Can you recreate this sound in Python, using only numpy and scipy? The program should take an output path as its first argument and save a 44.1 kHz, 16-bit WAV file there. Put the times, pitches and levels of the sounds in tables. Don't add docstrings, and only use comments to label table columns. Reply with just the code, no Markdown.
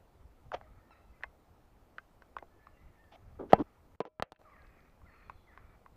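import sys
import numpy as np
from scipy import signal
from scipy.io import wavfile
from scipy.ndimage import uniform_filter1d

SR = 44100
rng = np.random.default_rng(int(sys.argv[2]) if len(sys.argv) > 2 else 0)


def master_out(mix):
    frames = np.transpose(np.atleast_2d(mix))
    ceiling = np.clip(frames, -1, 1)
    pcm = np.round(ceiling * 32767).astype(np.int16)
    wavfile.write(sys.argv[1], SR, pcm)


N = 262836


def gain_of(db):
    return 10 ** (np.asarray(db) / 20)


def evened(x):
    return x / np.sqrt(np.mean(x ** 2) + 1e-20)


def peaked(x):
    return x / (abs(x).max() + 1e-20)


def add(mix, start_s, sound):
    part = mix[round(start_s * SR):][:len(sound)]
    part += sound[:len(part)]


def band(x, lo_hz, hi_hz):
    return signal.sosfilt(signal.butter(4, [lo_hz, hi_hz], "band", fs=SR, output="sos"), x)


def resonate(x, hz, width_hz):
    turn = np.exp(2j * np.pi * np.cumsum(hz * np.ones(len(x))) / SR)
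    r = np.exp(-np.pi * width_hz / SR)
    smoothed = signal.lfilter([1 - r], [1, -r], x / turn)
    return 2 * (turn * smoothed).real


def ring(modes):
    t = np.arange(SR // 5) / SR
    return sum(gain_of(db - 60 * t / t60) * np.sin(2 * np.pi * hz * t) for hz, db, t60 in modes)


def coloured(spectrum, patchy_db, top_hz):
    hz = np.fft.rfftfreq(1024, 1 / SR)
    f, db = np.transpose(spectrum)
    a, b, patches = rng.standard_normal((N // 256 + 5, 513, 3)).T
    patches = evened(uniform_filter1d(uniform_filter1d(patches, 10, 0), 12, 1))
    shape = gain_of(np.interp(np.log(hz + 1), np.log(f), db)) * (hz < top_hz)
    z = (a + 1j * b) * shape[:, None] * gain_of(patchy_db * patches)
    return evened(signal.istft(z, nperseg=1024, noverlap=768)[1][:N])


def echoes(x, t60, first_s, lo_hz, hi_hz):
    at = np.arange(round(first_s * SR), round(t60 * SR), 22)
    reflections = np.zeros(at[-1] + 22)
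    signs = rng.choice([-1., 1.], len(at))
    reflections[at + rng.integers(0, 22, len(at))] = signs * gain_of(-60 * at / SR / t60)
    reflections = band(reflections, lo_hz, hi_hz)
    return signal.fftconvolve(x, reflections / np.linalg.norm(reflections))[:N]


# pitch_hz, level_db per Hz
HISS_SPECTRUM = [(100, -14), (190, -4.5), (350, -6), (800, -8), (1700, -22), (3200, -27.5), (6000, -32.5),
                 (10000, -35.5), (12500, -34), (15000, -32)]
HISS_DB, HISS_PATCHY_DB, HISS_TOP_HZ = -68, 1.1, 15150


def hiss():
    return gain_of(HISS_DB) * coloured(HISS_SPECTRUM, HISS_PATCHY_DB, HISS_TOP_HZ)


# pitch_hz, level_db per Hz
WIND_SPECTRUM = [(10, -5), (30, 2.5), (45, 1), (65, 1.5), (100, -3), (130, -13), (200, -13.5), (320, -40.5)]
# centre_s, peak_db, half_width_s (to 1/e)
GUSTS = [(.23, -65, 0.081), (.48, -59, 0.046), (.6, -64.5, 0.084), (.73, -64.5, 0.069), (1.1, -63, 0.056),
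         (1.27, -65, 0.046), (1.52, -69, 0.025), (2.01, -69, .04), (2.17, -72, 0.015), (2.87, -59, 0.037),
         (3.29, -55.5, 0.046), (3.42, -54, 0.084), (3.6, -54.5, 0.041), (4.68, -61, .05),
         (5.04, -60, 0.049), (5.3, -63, 0.11), (5.62, -64.5, 0.15), (5.95, -65, 0.032)]
# pitch_hz, level_db per Hz
RUMBLE_SPECTRUM = [(12, -2.5), (30, 0.5), (50, -4.5), (90, -30.5)]
BREEZE_DB, RUMBLE_DB = -67.5, -70.5


def wind():
    t = np.arange(N) / SR
    level = gain_of(BREEZE_DB) + sum(gain_of(db) * np.exp(-((t - s) / half) ** 2) for s, db, half in GUSTS)
    rumble = gain_of(RUMBLE_DB) * coloured(RUMBLE_SPECTRUM, .6, 400)
    return level * coloured(WIND_SPECTRUM, 1.5, 400) + rumble


# pitch_hz, width_hz, level_db (relative)
FLOCK_BANDS = [(1283, 240, 1), (1830, 470, -7), (2200, 160, -15.5)]
# start_s, length_s, level_db, upper_db (added to the upper bands)
BOUTS = [(0.61, 0.23, -76.5, -1), (0.889, 0.11, -72, 8), (2.56, 0.48, -81, 6.5), (3.242, 0.55, -77, -2.5),
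         (4.443, 0.474, -76.5, 8.5), (5.067, 0.29, -70, 3), (5.48, 0.29, -72.5, -1.5)]
FLOCK_DB, FLOCK_UPPER_DB, BOUT_EDGE_S = -83, -5.5, .08


def flock():
    t = np.arange(N) / SR
    db, upper_db = FLOCK_DB, FLOCK_UPPER_DB
    for s, length, bout_db, bout_upper_db in BOUTS:
        share = np.clip(np.minimum(t - s, s + length - t) / BOUT_EDGE_S + .5, 0, 1)
        db = db + share * (bout_db - FLOCK_DB)
        upper_db = upper_db + share * (bout_upper_db - FLOCK_UPPER_DB)
    grain = evened(uniform_filter1d(rng.standard_normal(N), 500))
    noise = rng.standard_normal(N) * gain_of(2.5 * grain)
    low, *upper = (gain_of(level) * evened(resonate(noise, hz, width)) for hz, width, level in FLOCK_BANDS)
    return gain_of(db) * band(low + gain_of(upper_db) * sum(upper), 900., 2500.0)


# start_s, length_s, start_hz, end_hz, level_db
NOTES = [(0.625, 0.032, 2306, 1730, -72), (0.659, 0.092, 1248, 1314, -72.5),
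         (0.778, 0.1, 1850.0, 1770, -79), (0.928, 0.036, 2190, 1770, -74), (0.936, 0.027, 1300, 1340, -75),
         (1.131, 0.026, 2076, 2010, -71.5), (1.152, 0.022, 2570, 2200, -76.5),
         (2.501, 0.058, 1740, 1755, -77), (2.586, 0.074, 1740, 1776, -71), (2.686, 0.048, 1805, 1710, -75),
         (2.727, 0.062, 2830.0, 2730, -78), (2.764, 0.07, 1970, 2060, -73.5),
         (2.958, 0.079, 1790.0, 1800, -71), (3.04, 0.069, 1770, 1690, -75),
         (4.446, 0.051, 1370, 1044, -59.5), (4.498, 0.052, 1347, 997, -63.5),
         (4.519, 0.053, 2207, 1704, -65.5), (4.573, 0.076, 1708, 1574, -68.5), (4.6, .25, 2618, 2387, -79),
         (5.043, 0.031, 1290, 1450, -66.5), (5.06, 0.049, 2172, 1683, -64.5),
         (5.11, 0.19, 2680.0, 2330, -76), (5.031, 0.44, 4410, 4070, -84.5), (5.202, 0.3, 3410, 3400, -86),
         (5.599, 0.19, 2390, 2250, -81), (5.469, 0.045, 2162, 1810.0, -65), (5.51, 0.04, 1750, 1720, -66)]
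# start_s, length_s, start_hz, end_hz, level_db
SQUAWKS = [(0.903, 0.04, 1412, 1214, -63.5)]
OVERTONE_DB, SQUAWK_OVERTONE_DB = -31, -6.5
HUSK_DB, HUSK_DB_PER_S = 1.06, 6.5


def bird_note(length, start_hz, end_hz, db, overtone_db):
    t = np.arange(0, length, 1 / SR)
    waver, husk = (evened(uniform_filter1d(rng.standard_normal(SR // 2), 250))[:len(t)] for _ in "ab")
    glide = np.linspace(start_hz, end_hz, len(t)) * (1 + (0.0093 + 0.04 * length) * waver)
    phase = 2 * np.pi * np.cumsum(glide) / SR
    note = sum(gain_of(overtone_db * k) * np.sin((k + 1) * phase) for k in range(4))
    level = gain_of(db + (HUSK_DB + HUSK_DB_PER_S * length) * husk)
    return level * note * signal.windows.tukey(len(t), .4)


def birds():
    calls = np.zeros(N)
    for table, overtone_db in ((NOTES, OVERTONE_DB), (SQUAWKS, SQUAWK_OVERTONE_DB)):
        for s, *row in table:
            add(calls, s, bird_note(*row, overtone_db))
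    return calls + gain_of(-10) * echoes(calls, t60=0.95, first_s=.018, lo_hz=500., hi_hz=4500.)


# start_s, length_s, level_db, fade_db per s
HUM = [(0.556, 0.13, -59, -89), (4.003, 0.392, -55.5, -16), (4.394, 0.25, -67, -50)]
# pitch_hz, level_db
HUM_TONES = [(623, 0.5), (1330, -16), (2330, -24)]


def hum():
    t = np.arange(N) / SR
    level = np.zeros(N)
    for s, length, db, fade_db in HUM:
        level += (t > s) * (t < s + length) * gain_of(db + fade_db * np.clip(t - s, 0, length))
    beat = 1 + 0.23 * np.sin(2 * np.pi * 7.9 * t)
    tones = sum(gain_of(db) * np.sin(2 * np.pi * hz * t) for hz, db in HUM_TONES)
    return uniform_filter1d(level, size=400) * beat * tones


# start_s, peak_db, pitch_hz, length_s (to fall 30 dB)
TICKS = [(3.041, -63, 3180, 0.0097), (3.949, -56.5, 2010, 0.004), (4.347, -52.5, 2794, 0.0045),
         (4.361, -40.5, 2710, 0.0083), (4.62, -62.5, 3865, .006), (4.668, -62, 3980, 0.013),
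         (4.778, -69, 3000, .006), (4.805, -61, 3700, .006), (4.897, -68, 4400, 0.0054)]


def tick(db, hz, length):
    crackle = rng.standard_normal(1500) * gain_of(-30 * np.arange(1500) / SR / length)
    return gain_of(db) * peaked(band(crackle, 0.44 * hz, 1.18 * hz))


# start_s, rise_s, hold_s, fall_s, level_db, fall_db, start_hz, end_hz (resonance),
# middle_db (1.1-2.4 kHz), rasp_db (2.1-6 kHz), the last two relative to level_db
SCUFFS = [(.526, 0.017, 0.0056, 0.005, -29.5, -16, 656, 650, -18.5, -20.5),
          (0.549, 0.0025, 0.012, .03, -51, -18, 623, 594, -9.5, -18),
          (3.111, 0.011, 0.037, .004, -59, -12, 674, 680, -11, -9),
          (3.388, 0.007, 0.011, 0.086, -36.5, -25, 400, 263.5, -36.5, -40),
          (3.489, 0.015, .012, 0.0032, -50, 2.5, 421.7, 420, -9.5, -14.5),
          (3.533, .002, .025, 0.016, -48.5, -7, 580, 450, -9, -23),
          (3.573, .018, .028, 0.0034, -29.5, -4, 299.5, 249, -37, -36.5),
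          (4.003, 0.00094, 0.01, 0.0065, -23.5, -12, 402, 397, -10, -22),
          (4.03, 0.0024, 0.0218, 0.0036, -44.5, -6, 520, 473, -14, -47),
          (4.053, .002, 0.02, .016, -34, -28, 510, 433, -19, -24),
          (4.224, 0.0022, .002, 0.072, -45, -17, 600, 499.5, -4, -22)]
SCUFF_RISE_DB = -22
TREBLE_FADE = 0.37


def scuff(rise, hold, fall, level_db, fall_db, start_hz, end_hz, middle_db, rasp_db):
    corners = np.cumsum([0, rise, hold, fall])
    t = np.arange(0, corners[-1] + 0.04, 1 / SR)
    db = level_db + np.interp(t, corners, [SCUFF_RISE_DB, 0, 0, fall_db])
    hz = np.interp(t, [0, corners[-1]], [start_hz, end_hz])
    dulled_db = TREBLE_FADE * np.interp(t, corners[2:], [0, fall_db])
    slips = rng.standard_normal(SR // 5) * gain_of(2.0 * rng.exponential(1, SR // 5))
    slips = slips[:len(t)]
    stroke = gain_of(db) * uniform_filter1d(1. * (t < corners[-1]), size=40)

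    def deck(x):
        resonant = resonate(resonate(x, hz, 170.), hz, 330.)
        return band(resonant + 0.061 * band(x, 120.0, 1200.0), 89.6, 1500.0)

    def middle(x):
        return band(x, 1100.0, 2400.)

    def rasp(x):
        return band(resonate(x, 3150., 500.) + .15 * x, 2100.0, 6000.0)

    parts = ((0, deck), (middle_db + dulled_db, middle), (rasp_db + dulled_db, rasp))
    return sum(part(slips * stroke * gain_of(level)) / np.std(part(slips)) for level, part in parts)


# start_s, peak_db, pitch_hz, bite_db (1.7-5.2 kHz), thud_db (88-486 Hz), both before the final
# peak scaling, decay_s (sets the narrowest resonance), sharp (pitch factor at first contact)
TAPS = [(0.518, -29, 760, -29, -24, 0.0086, 3.07), (0.612, -42.5, 660, -32, -14, 0.006, 3.36),
        (0.907, -50.5, 900, -30, -25, 0.0094, 1.2), (1.208, -52.5, 1140, -27, -6, 0.015, 1.1),
        (1.225, -45.5, 1240, -27, -19, 0.0094, 1.4), (1.235, -26, 1590, -40, -42, 0.015, 1.44),
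        (1.24, -33, 803, -31, -27, 0.0083, 2.27), (1.983, -30, 1100, -50, -31, 0.0046, 2.08),
        (2.221, -43.5, 1020, -15, -31, 0.0061, 1.57), (2.366, -26.5, 1044, -43, -16.5, 0.0098, 1.35),
        (2.385, -39, 725, -13.5, -11, 0.0018, 4.3), (2.425, -38.5, 720, -48, -6, 0.0065, 1.05),
        (2.669, -43, 1160, -20, -24, 0.023, 1.09), (4.415, -50, 622, -17, -18, 0.0049, 2),
        (5.016, -54, 1070, -30.5, -12, 0.015, 1.1), (5.297, -32.5, 950, -44, -35, 0.0062, 2.2),
        (5.575, -39.5, 1050, -29, -31, 0.006, 1.65), (5.861, -45, 1040, -36, -32, 0.012, 1.5)]
# pitch_hz, level_db, t60_s
PLANK = [(457, 2.5, 0.078), (682, -2.5, 0.19), (855, -2, 0.07), (1110, -1, 0.078), (1260, 4.5, 0.026),
         (1570, -0.5, 0.063), (2090, 4, 0.077), (2546, 9, 0.038)]
CHATTER_S, FIRST_CONTACT, PLANK_DB = .0029, 0.39, -15.5


def tap(db, hz, bite_db, thud_db, decay_s, sharp):
    t = np.arange(SR // 5) / SR
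    contacts = np.zeros(len(t))
    at = np.sort(rng.uniform(.9, 1.1, 4) * [0, .3, .55, 1]) * CHATTER_S * SR
    np.add.at(contacts, at.astype(int), [FIRST_CONTACT, -1., .6, -.3])
    pitch = hz * (1 + (sharp - 1) * np.exp(-t / 0.001))
    click = contacts
    for width_hz in (2.64 / decay_s, 1.66 * hz, 2.5 * hz):
        click = resonate(click, pitch, width_hz)
    click = peaked(click)
    bite = peaked(band(rng.standard_normal(len(t)) * np.exp(-(t / CHATTER_S) ** 2), 1700.0, 5200.0))
    thud = peaked(band(contacts, 88.0, 486.0))
    plank = peaked(signal.fftconvolve(click, ring(PLANK))[:len(t)])
    mixed = click + gain_of(bite_db) * bite + gain_of(thud_db) * thud + gain_of(PLANK_DB) * plank
    return gain_of(db) * peaked(mixed)


# start_s, peak_db, length_s
JOLTS = [(3.5315, -29, 0.012), (4.198, -18, 0.0046), (4.2245, -22, 0.007), (4.3205, -41, 0.0095)]


def jolt(db, length):
    push = np.pad(signal.windows.hann(round(length * SR)), (0, SR // 10))
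    return -gain_of(db) * peaked(signal.lfilter(*signal.butter(1, 60., "high", fs=SR), push))


# start_s, level_db, contact_s, spot_hz (pitch favoured by the spot struck),
# crack_db (relative), free (factor on ring time: low while the paw rests on it)
BLOWS = [(3.5232, -24.5, 0.00035, 1050, -19, .6), (3.5318, 2, 0.0015, 690, -25.5, 1.49),
         (3.5338, -2.5, 0.00059, 750, -36, 1.41), (4.004, 2.5, 0.001, 462.7, -24, 0.7),
         (4.006, 0, 0.00055, 870, -37, 0.55), (4.0525, -15.5, .0005, 866, -23, 0.98),
         (4.198, -6.5, 0.00044, 1080, -40, 0.31), (4.2005, -16.5, 0.0003, 1400, -23, .3),
         (4.2235, 2.5, 0.00026, 1660, -8.5, 0.32), (4.225, 2.5, 0.00032, 685, -29, 0.44),
         (4.3205, -17.5, 0.00045, 800, -6.5, 0.48), (4.327, -27, .0005, 697, -16, 1.6)]
# pitch_hz, level_db, t60_s (when free is 1)
CAMERA_MODES = [(210.4, -24.5, 0.072), (318.5, -29, .03), (463, -11.5, 0.039), (671.3, -16, 0.012),
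                (786, -1, 0.013), (870, -10.5, .03), (1000, -16, 0.11), (1275, 2, 0.013),
                (1540, -26.5, .09), (1740, -20, .04), (2130, -28.5, 0.036), (2695, -21, 0.1),
                (3900, -35, 0.023), (4330, -25.5, .015)]


def blow(db, contact_s, spot_hz, crack_db, free):
    struck = []
    for hz, level_db, t60 in CAMERA_MODES:
        favour_db = 12 * np.exp(-(np.log(hz / spot_hz) / 0.26) ** 2)
        struck.append((hz, level_db + favour_db, free * t60))
    modes = ring(struck)
    push = signal.windows.hann(round(contact_s * SR))
    body = peaked(np.convolve(push, modes)[:len(modes)])
    upper = gain_of(-7.5) * band(peaked(modes), 1900., 5500.0)
    crack = rng.standard_normal(len(modes)) * gain_of(-60 * np.arange(len(modes)) / SR / 0.012)
    crack = resonate(resonate(crack, 3100.0, 1500.), 2700.0, 6000.) + 0.056 * resonate(crack, 6000., 6000.)
    return gain_of(db) * (band(body, 165., 6000.) + upper + gain_of(crack_db) * crack)


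def scene():
    background = hiss() + wind() + flock() + birds() + hum()
    paws = np.zeros(N)
    for table, source in ((TICKS, tick), (TAPS, tap), (JOLTS, jolt), (BLOWS, blow)):
        for s, *row in table:
            add(paws, s, source(*row))
    pen = gain_of(-28.0) * echoes(paws, t60=0.043, first_s=0.0038, lo_hz=300., hi_hz=4000.)
    for s, *row in SCUFFS:
        add(paws, s, scuff(*row))
    return (background + paws + pen)[None]


CEILING, EDGE_HZ = .71, 16430
DIP_FROM_S, DIP_TO_S, DIP_DB = 3.96, 4.391, -18.2


def record(dry):
    t = np.arange(N) / SR
    dip = uniform_filter1d(1. * (t > DIP_FROM_S) * (t < DIP_TO_S), size=60)
    clipped = CEILING * np.tanh(abs(dry / CEILING) ** 4) ** (1 / 4) * np.sign(dry)
    low_pass = signal.firwin(511, EDGE_HZ, window=("kaiser", 9), fs=SR)[None]
    return signal.oaconvolve(clipped * gain_of(DIP_DB * dip), low_pass, "same")


dry = scene()
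out = record(dry)
master_out(out)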